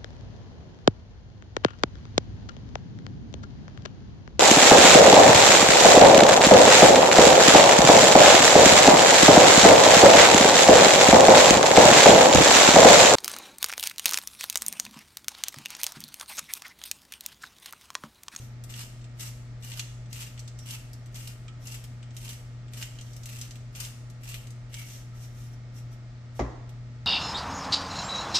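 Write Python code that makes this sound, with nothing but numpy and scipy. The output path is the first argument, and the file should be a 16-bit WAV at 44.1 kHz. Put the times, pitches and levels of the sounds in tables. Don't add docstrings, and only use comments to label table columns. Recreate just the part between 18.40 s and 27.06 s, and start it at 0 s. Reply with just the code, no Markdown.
import sys
import numpy as np
from scipy import signal
from scipy.fft import rfft, irfft
from scipy.io import wavfile
from scipy.ndimage import uniform_filter1d

SR = 44100
rng = np.random.default_rng(int(sys.argv[2]) if len(sys.argv) > 2 else 0)


def bounce(signal):
    frames = np.transpose(np.atleast_2d(signal))
    limited = np.clip(frames, -1, 1)
    pcm = np.round(limited * 32767).astype(np.int16)
    wavfile.write(sys.argv[1], SR, pcm)


N = 381906
TIME = np.arange(N) / SR
HZ = np.fft.rfftfreq(N, 1 / SR)


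# f/Hz, relative level/dB
LEAF_TONE = [(530, -42.5), (900, -7), (965, -7.5), (1060, -9.5), (1810, -6), (2150, -3), (2450, -5),
             (2810, -3), (3720, -5), (6200, -0.5), (6730, -2.5), (7740, -0.5), (9320, -6), (13400, -5),
             (14500, -13)]
# start t/s, length t/s, end level/dB, rise over the twist/dB,
# boost from the ringing cap/dB, cap's note f/Hz, note's relative level/dB
TWISTS = [(0.288, 0.12, -39.5, 11.5, 2, 2920, -8), (0.783, 0.1, -48, -3.5, -1, 2870, -1),
          (1.221, 0.17, -47.5, 1, 1, 2930, 1), (1.721, 0.098, -39.5, 9.5, 4.5, 2700, -10),
          (2.25, 0.085, -43, 8.5, 5, 2800, -2.5), (2.742, 0.15, -51, -5, 3, 2630, -11),
          (3.248, 0.092, -43, 8.5, 4, 2800, -19), (3.759, 0.15, -44, 8.5, 3.5, 2780, -9),
          (4.335, 0.073, -41, 14, 3, 2850, -12), (4.85, 0.17, -45.5, 7.5, 1.5, 2710, 0),
          (5.347, .11, -45, 0.5, 3.5, 2760, -4), (5.829, 0.12, -46, 3, 3.5, 2730, 2),
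          (6.319, 0.089, -45.5, 1.5, 6, 2220, 2)]

def grinding():
    crunch = unit(colour(fractures(per_s=700, spread_db=2.0, snap_s=0.00029), LEAF_TONE))
    rows = np.array(TWISTS)
    grip = np.maximum(np.searchsorted(rows[:, 0], TIME) - 1, 0)
    ring_db, note_hz, note_db = rows[grip, 4:].T
    note_hz = note_hz * (1 + 0.037 * drift(hz=12))
    body = (amp(ring_db) - 1) * band(crunch, 2170, 3500)
    hollow = amp(note_db + ring_db) * resonate(crunch, note_hz, width_hz=340)
    effort = sum(push(*twist[:4], fade_db_per_s=243) for twist in TWISTS)
    scratch = amp(-61.5) * sum(swell(s - 0.0081, half_s=0.016) for s, *_ in TWISTS)
    uneven_feed = amp(2.4 * drift(hz=45))
    return (effort + scratch) * uneven_feed * (crunch + body + hollow)


def push(start, length, db, rise_db, fade_db_per_s, attack_s=0.011, arch_db=1):
    t = TIME - start
    done = np.clip(t / length, 0, 1)
    shape_db = rise_db * (done - 1) + arch_db * np.sin(np.pi * done)
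    fade_db = fade_db_per_s * np.maximum(t - length, 0)
    return np.clip(t / attack_s, 0, 1) * amp(db + shape_db - fade_db)


def fractures(per_s, spread_db, snap_s, kinds=16):
    sizes = amp(spread_db * np.minimum(rng.exponential(1, N), 4))
    breaks = sizes * (rng.random(N) < per_s / SR)
    breaks /= np.sqrt(abs(uniform_filter1d(breaks ** 2, size=1100)) + 1e-3)
    kind, t = rng.integers(0, kinds, N), TIME[:256]
    snaps = rng.standard_normal((kinds, 2, len(t))) * np.exp(-t / snap_s)
    streams = (signal.oaconvolve((breaks * (kind == k))[None], unit(snaps[k]), axes=1)
               for k in range(kinds))
    return unit(sum(streams)[:, :N])


# t/s, level/dB, boost near 3 kHz/dB, boost at 11 kHz/dB
STALK_CRACKS = [(.2382, -52, -1.5, 1), (0.3394, -52, 14, -16), (0.642, -62.5, 7, -22),
                (0.806, -45.5, 0, -3), (0.8736, -55, 2, -9), (1.2243, -61, 3, -43), (1.3179, -50.5, 14, -9),
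                (1.337, -55, 13, -10), (1.3948, -38.5, 6.5, -7), (1.729, -48.5, -6, -5),
                (1.9764, -56.5, 10, -27), (1.993, -52.5, -4, -8), (2.0772, -55, 1, -14),
                (2.1887, -56, -3, -9), (2.308, -45, 1, 1), (2.5322, -55.5, -6, -4.5), (2.6594, -64, 2, -4),
                (2.7442, -59, -3, -9), (2.8745, -48.5, 3, 0), (3.0812, -57, 11.5, -37),
                (3.2712, -50.5, -19, -7), (3.4403, -54, 3, -1), (3.628, -60, 9, -24),
                (3.7666, -49.5, 0, -4), (3.891, -46.5, 5, 3), (4.335, -53, 5, -4), (4.4259, -43, 9.5, -6),
                (4.5869, -54, 9.5, -20), (4.6108, -55, -3, -13), (4.733, -62, -18, -28),
                (4.765, -54, 1, -1), (4.8332, -57, -1, -10), (4.8575, -49, 3, -1), (4.891, -52.5, 11, 4),
                (5.013, -45.5, -5, -12), (5.1088, -55, -3, -8), (5.156, -59, 9, -5), (5.3502, -57, 0, -22),
                (5.4021, -41, -23, -3), (5.4486, -49.5, 4, -9), (5.7, -62.5, -5, -5), (5.8905, -50, -10, 2),
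                (5.9424, -46, 10, 1), (6.07, -60, 4, -7), (6.105, -59.5, -8, -8), (6.342, -48.5, 4, -7),
                (8.292, -63, 11, -2)]

def cracks(crumbs_per_s=4, tries=64):
    out = np.zeros((2, N))
    for s, *piece in STALK_CRACKS:
        add(out, s, crack(*piece))
    first_s = TWISTS[0][0]
    span_s = TWISTS[-1][0] - first_s
    for when, chance, size in rng.random((tries, 3)):
        crumb = crack(db=-69 + 4 * size, body_db=7, edge_db=-35)
        if chance < crumbs_per_s * span_s / tries:
            add(out, first_s + when * span_s, crumb)
    return colour(out, LEAF_TONE)


def crack(db, body_db, edge_db):
    t = TIME[:2048]
    fall = np.exp(-t / 0.0013) + amp(-24.5) * np.exp(-t / 0.014)
    rise_s = np.interp(db, [-54.5, -43.5], [.0011, .0003])
    burst = rng.standard_normal((2, len(t))) * fall * (1 - np.exp(-t / rise_s))
    click_at = 20 + rng.choice(np.arange(3), size=2)
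    burst[[0, 1], click_at] += amp(np.interp(db, [-61.5, -41.5], [3, 14]))
    tone = [(900, body_db - 17), (1600, body_db - 10), (2300, body_db - 4), (3200, body_db),
            (4800, 0), (8000, 0), (11000, edge_db)]
    return amp(db) * unit(colour(burst, tone))


# t/s, relative level/dB
JAR_BLOWS = [(7.9933, 5), (7.998, -18), (8.005, 0.5), (8.015, -7.5)]
# f/Hz, relative level/dB
KNOCK_TONE = [(100, -28), (300, 4), (450, -2), (700, 0), (950, -5.5), (1200, -7.5), (1500, -16.5),
              (2000, -11.5), (2800, -25), (4500, -27.5), (6500, -24.5), (8000, -39.5), (11000, -72)]
# f/Hz, relative level/dB, time to fade by 60 dB t/s
BOARD_NOTES = [(59.2, 0.5, 0.29), (119, -9, 0.27), (150, -13.5, 0.28), (212, -13.5, 0.26),
               (267.7, -8, 0.23), (320, -34, 0.11), (371, -3.5, 0.12), (420, -26, 0.21), (539, -21, 0.26),
               (613, -31, 0.23), (622, -18, 0.17), (844, -6, 0.053), (1153, -14, 0.13)]

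def set_down():
    t, start = TIME[:SR], JAR_BLOWS[0][0]
    blows, ring, out = np.zeros((2, SR)), np.zeros(SR), np.zeros((2, N))
    for s, db in JAR_BLOWS:
        add(blows, s - start, amp(db) * np.ones((2, 1)))
    echoing = kitchen(blows, near_db=10.0, near_s=0.008, tail_db=2.0)
    knock = colour(diffuse(echoing, width_hz=55), KNOCK_TONE)
    for hz, db, fade_s in BOARD_NOTES:
        build_up = 1 - np.exp(-(t * hz / 1.43) ** 2)
        ring += amp(db - 60 * t / fade_s) * np.sin(2 * np.pi * hz * t) * build_up
    add(out, start, amp(3.5) * knock + amp(-19.0) * ring)
    return out


# f/Hz, relative level/dB
RUSTLE_TONE = [(600, -45), (1500, -15), (3000, -4.5), (5000, -9.5), (5500, -1.5), (6000, -1), (7700, -6.5),
               (10500, -14.5), (12200, -8.5), (14500, -16.5)]
# middle t/s, half length t/s, rustle level/dB, glass note level/dB
RUSTLES = [(0, 0.07, -53, -83), (2.213, 0.038, -65, -54), (3.24, 0.034, -57, -68), (4.737, 0.27, -61, -77),
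           (6.524, 0.085, -49, -75), (6.832, 0.043, -53, -68), (6.762, .02, -60, -69),
           (7.014, .075, -56.5, -72), (7.135, .015, -64.5, -69), (7.377, 0.031, -55, -65),
           (7.529, 0.017, -60, -70), (7.974, 0.023, -55.5, -85)]

def handling(glass_hz=5620):
    grains = fractures(per_s=2500, spread_db=1.0, snap_s=0.00034)
    rustle = unit(colour(grains, RUSTLE_TONE))
    glass = unit(resonate(grains, glass_hz, width_hz=290))
    trickle = amp(-19) * sum(push(*twist[:4], fade_db_per_s=61) for twist in TWISTS)
    rustles = sum(swell(s, half_s) * (amp(db) * rustle + amp(glass_db) * glass)
                  for s, half_s, db, glass_db in RUSTLES)
    return trickle * band(rustle, 840, 9000) + rustles


# t/s, level/dB
FINGER_BUMPS = [(3.081, -47.5), (6.731, -54), (6.85, -61), (6.99, -51), (7.515, -56)]

def bumps(note_hz=1310):
    t, out = TIME[:6000], np.zeros((2, N))
    ring = np.sin(2 * np.pi * note_hz * t) * np.exp(-t / 0.017) * (1 - np.exp(-t / 0.0015))
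    for s, db in FINGER_BUMPS:
        add(out, s, amp(db) * ring)
    return out


# f/Hz, level/dB, pitch wander f/Hz
MOTOR_NOTES = [(62.3, -74, .1), (85.1, -63, .2), (213.3, -70, 0.4), (240.3, -65, 1.81),
               (348.2, -73.5, 0.41), (359.4, -75.5, 0.29), (484, -79, 1.05), (611.6, -71.5, 1.52),
               (647, -74.5, 0.3), (725, -77.5, 1.05), (854, -73.5, 2.55), (1210, -74, 9), (1312, -72, 12),
               (1426, -77, 3.4), (1867, -72.5, 8.3), (2137, -75.5, 16.8)]
# f/Hz, relative level/dB
AIR_TONE = [(150, -3.5), (250, -5.5), (319, -8.5), (478, -9.5), (694, -10.5), (870, -16.5), (1150, -15.5),
            (1640, -15), (2300, -16), (2650, -20), (5300, -21.5), (7500, -27.5), (8800, -36), (11000, -97)]
# f/Hz, relative level/dB
RUMBLE_TONE = [(12, -30), (25, -2.5), (42, 9.5), (55, 5), (70, -6), (100, 0), (125, 0), (160, -7),
               (230, -6.5), (300, -11.5), (450, -63)]

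def appliance(hum_hz=120):
    dips_db = sum(1.5 * swell(s, 0.022) + 4.5 * swell(s + length + 0.082, 0.022)
                  for s, length, *_ in TWISTS)
    hum_db = -41 + 0.78 * drift(hz=4.2) - dips_db
    hum = amp(hum_db) * np.sqrt(2) * np.sin(2 * np.pi * hum_hz * TIME + np.array([[0], [.2]]))
    motor = np.zeros((2, N))
    for hz, db, wander_hz in MOTOR_NOTES:
        waver = 2 * np.pi * np.cumsum(wander_hz * drift(hz=13.1)) / SR
        side_shift = np.arccos(np.clip(look_up(LIKENESS, hz), -1, 1)) * np.array([[0], [1]])
        motor += amp(db) * np.sqrt(2) * np.sin(2 * np.pi * hz * TIME + waver + side_shift)
    return hum + motor + amp(-56) * steady_noise(AIR_TONE) + amp(-51.5) * steady_noise(RUMBLE_TONE)


def steady_noise(tone):
    noise = blend_sides(rng.standard_normal((2, N)))
    return unit(irfft(rfft(noise) * amp(look_up(tone, HZ)), N))


# f/Hz, time to fade by 60 dB t/s
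ROOM_FADE = [(100, 0.64), (400, 0.67), (1000, 0.79), (3000, 0.58), (8000, 0.66), (11000, 0.52),
             (14000, 0.41)]

def kitchen(x, near_db, near_s, tail_db):
    t = TIME[:SR]
    bounces = rng.standard_normal((2, SR)) * (rng.random((2, SR)) < .15)
    near = bounces * (t > .0012) * np.exp(-t / near_s)
    hz, times, bands = signal.stft(rng.standard_normal((2, SR)), SR, nperseg=256)
    fade = amp(-60 * times / look_up(ROOM_FADE, hz)[:, None])
    tail = signal.istft(bands * fade, SR, nperseg=256)[1][:, :SR] * (1 - np.exp(-t / 0.0013))
    echoes = blend_sides(amp(near_db) * unit(near) + amp(tail_db) * unit(tail)) / np.sqrt(SR)
    echoes[:, 0] += 1
    return signal.fftconvolve(x, diffuse(echoes, width_hz=420), axes=1)[:, :x.shape[1]]


def diffuse(x, width_hz):
    spectrum = rfft(x, 2 * SR)
    power = uniform_filter1d(abs(spectrum) ** 2, size=int(2 * width_hz), axis=1)
    flat = irfft(spectrum / np.sqrt(abs(power) + 1e-12), 2 * SR)[:, :SR]
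    return flat / np.linalg.norm(flat, axis=1, keepdims=True)


# f/Hz, likeness (0 unrelated, 1 the same)
LIKENESS = [(30, 0.97), (130, 1), (250, 0.87), (400, 0.66), (700, 0.54), (1300, 0.26), (2400, 0.13),
            (8000, 0.016)]

def blend_sides(x):
    same = np.clip(look_up(LIKENESS, np.fft.rfftfreq(x.shape[1], 1 / SR)), -1, 1)
    left, other = rfft(x)
    right = same * left + np.sqrt(1 - same ** 2) * other
    return irfft(np.array([left, right]), x.shape[1])


def amp(db):
    return 10 ** (np.asarray(db) / 20)


def unit(x):
    return x / np.sqrt(np.mean(x ** 2) + 1e-20)


def look_up(table, hz):
    f, value = np.transpose(table)
    return np.interp(np.log(hz + 1), np.log(f + 1), value)


def add(mix, s, sound):
    part = mix[..., round(s * SR):][..., :sound.shape[-1]]
    part += sound[..., :part.shape[-1]]


def colour(x, tone, size=2048):
    log_gain = np.log(amp(look_up(tone, abs(np.fft.fftfreq(size, 1 / SR)))))
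    taps = np.fft.ifft(np.exp(np.conj(signal.hilbert(log_gain)))).real
    return signal.oaconvolve(x, (taps / np.linalg.norm(taps))[None], axes=1)[:, :x.shape[1]]


def band(x, lo_hz, hi_hz):
    return signal.sosfilt(signal.butter(2, [lo_hz, hi_hz], "band", fs=SR, output="sos"), x)


def resonate(x, hz, width_hz):
    turn = np.exp(2j * np.pi * np.cumsum(hz * np.ones(N)) / SR)
    decay = np.exp(-np.pi * width_hz / SR)
    for _ in range(2):
        x = 2 * (turn * signal.lfilter([1 - decay], [1, -decay], x / turn + 1e-18)).real
    return x


def drift(hz):
    return unit(irfft(rfft(rng.standard_normal(N)) / (1 + (HZ / hz) ** 4), N))


def swell(s, half_s):
    return np.exp(-np.minimum(((TIME - s) / half_s) ** 2, 50))


def scene(spots=4, moves_per_s=5):
    herbs = grinding() + cracks() + handling() + bumps()
    heard = np.zeros((2, N))
    for spot in range(spots):
        distance = abs((TIME * moves_per_s + spot) % spots - spots / 2)
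        share = np.cos(np.pi / 2 * np.minimum(distance, 1))
        heard += kitchen(herbs * share, near_db=4, near_s=0.0089, tail_db=-2.5)
    return heard + set_down() + appliance()


# f/Hz, relative level of left over right/dB
SIDE_LEAN = [(100, 1.3), (400, .3), (2000, 0), (5000, -.5), (6300, -5), (7000, 1.5), (7800, 9), (9500, 9),
             (11000, 4), (13000, 2.5), (14300, -1)]

def record(dry, top_hz=14750):
    lean = amp(look_up(SIDE_LEAN, HZ) * np.array([[.5], [-.5]]))
    heard = irfft(rfft(dry) * lean / np.sqrt(np.mean(lean ** 2, axis=0)), N)
    treble_cut = signal.firwin(401, top_hz, window=("kaiser", 8), fs=SR)
    return signal.oaconvolve(heard, treble_cut[None], "same")


dry = scene()
out = record(dry)
bounce(out)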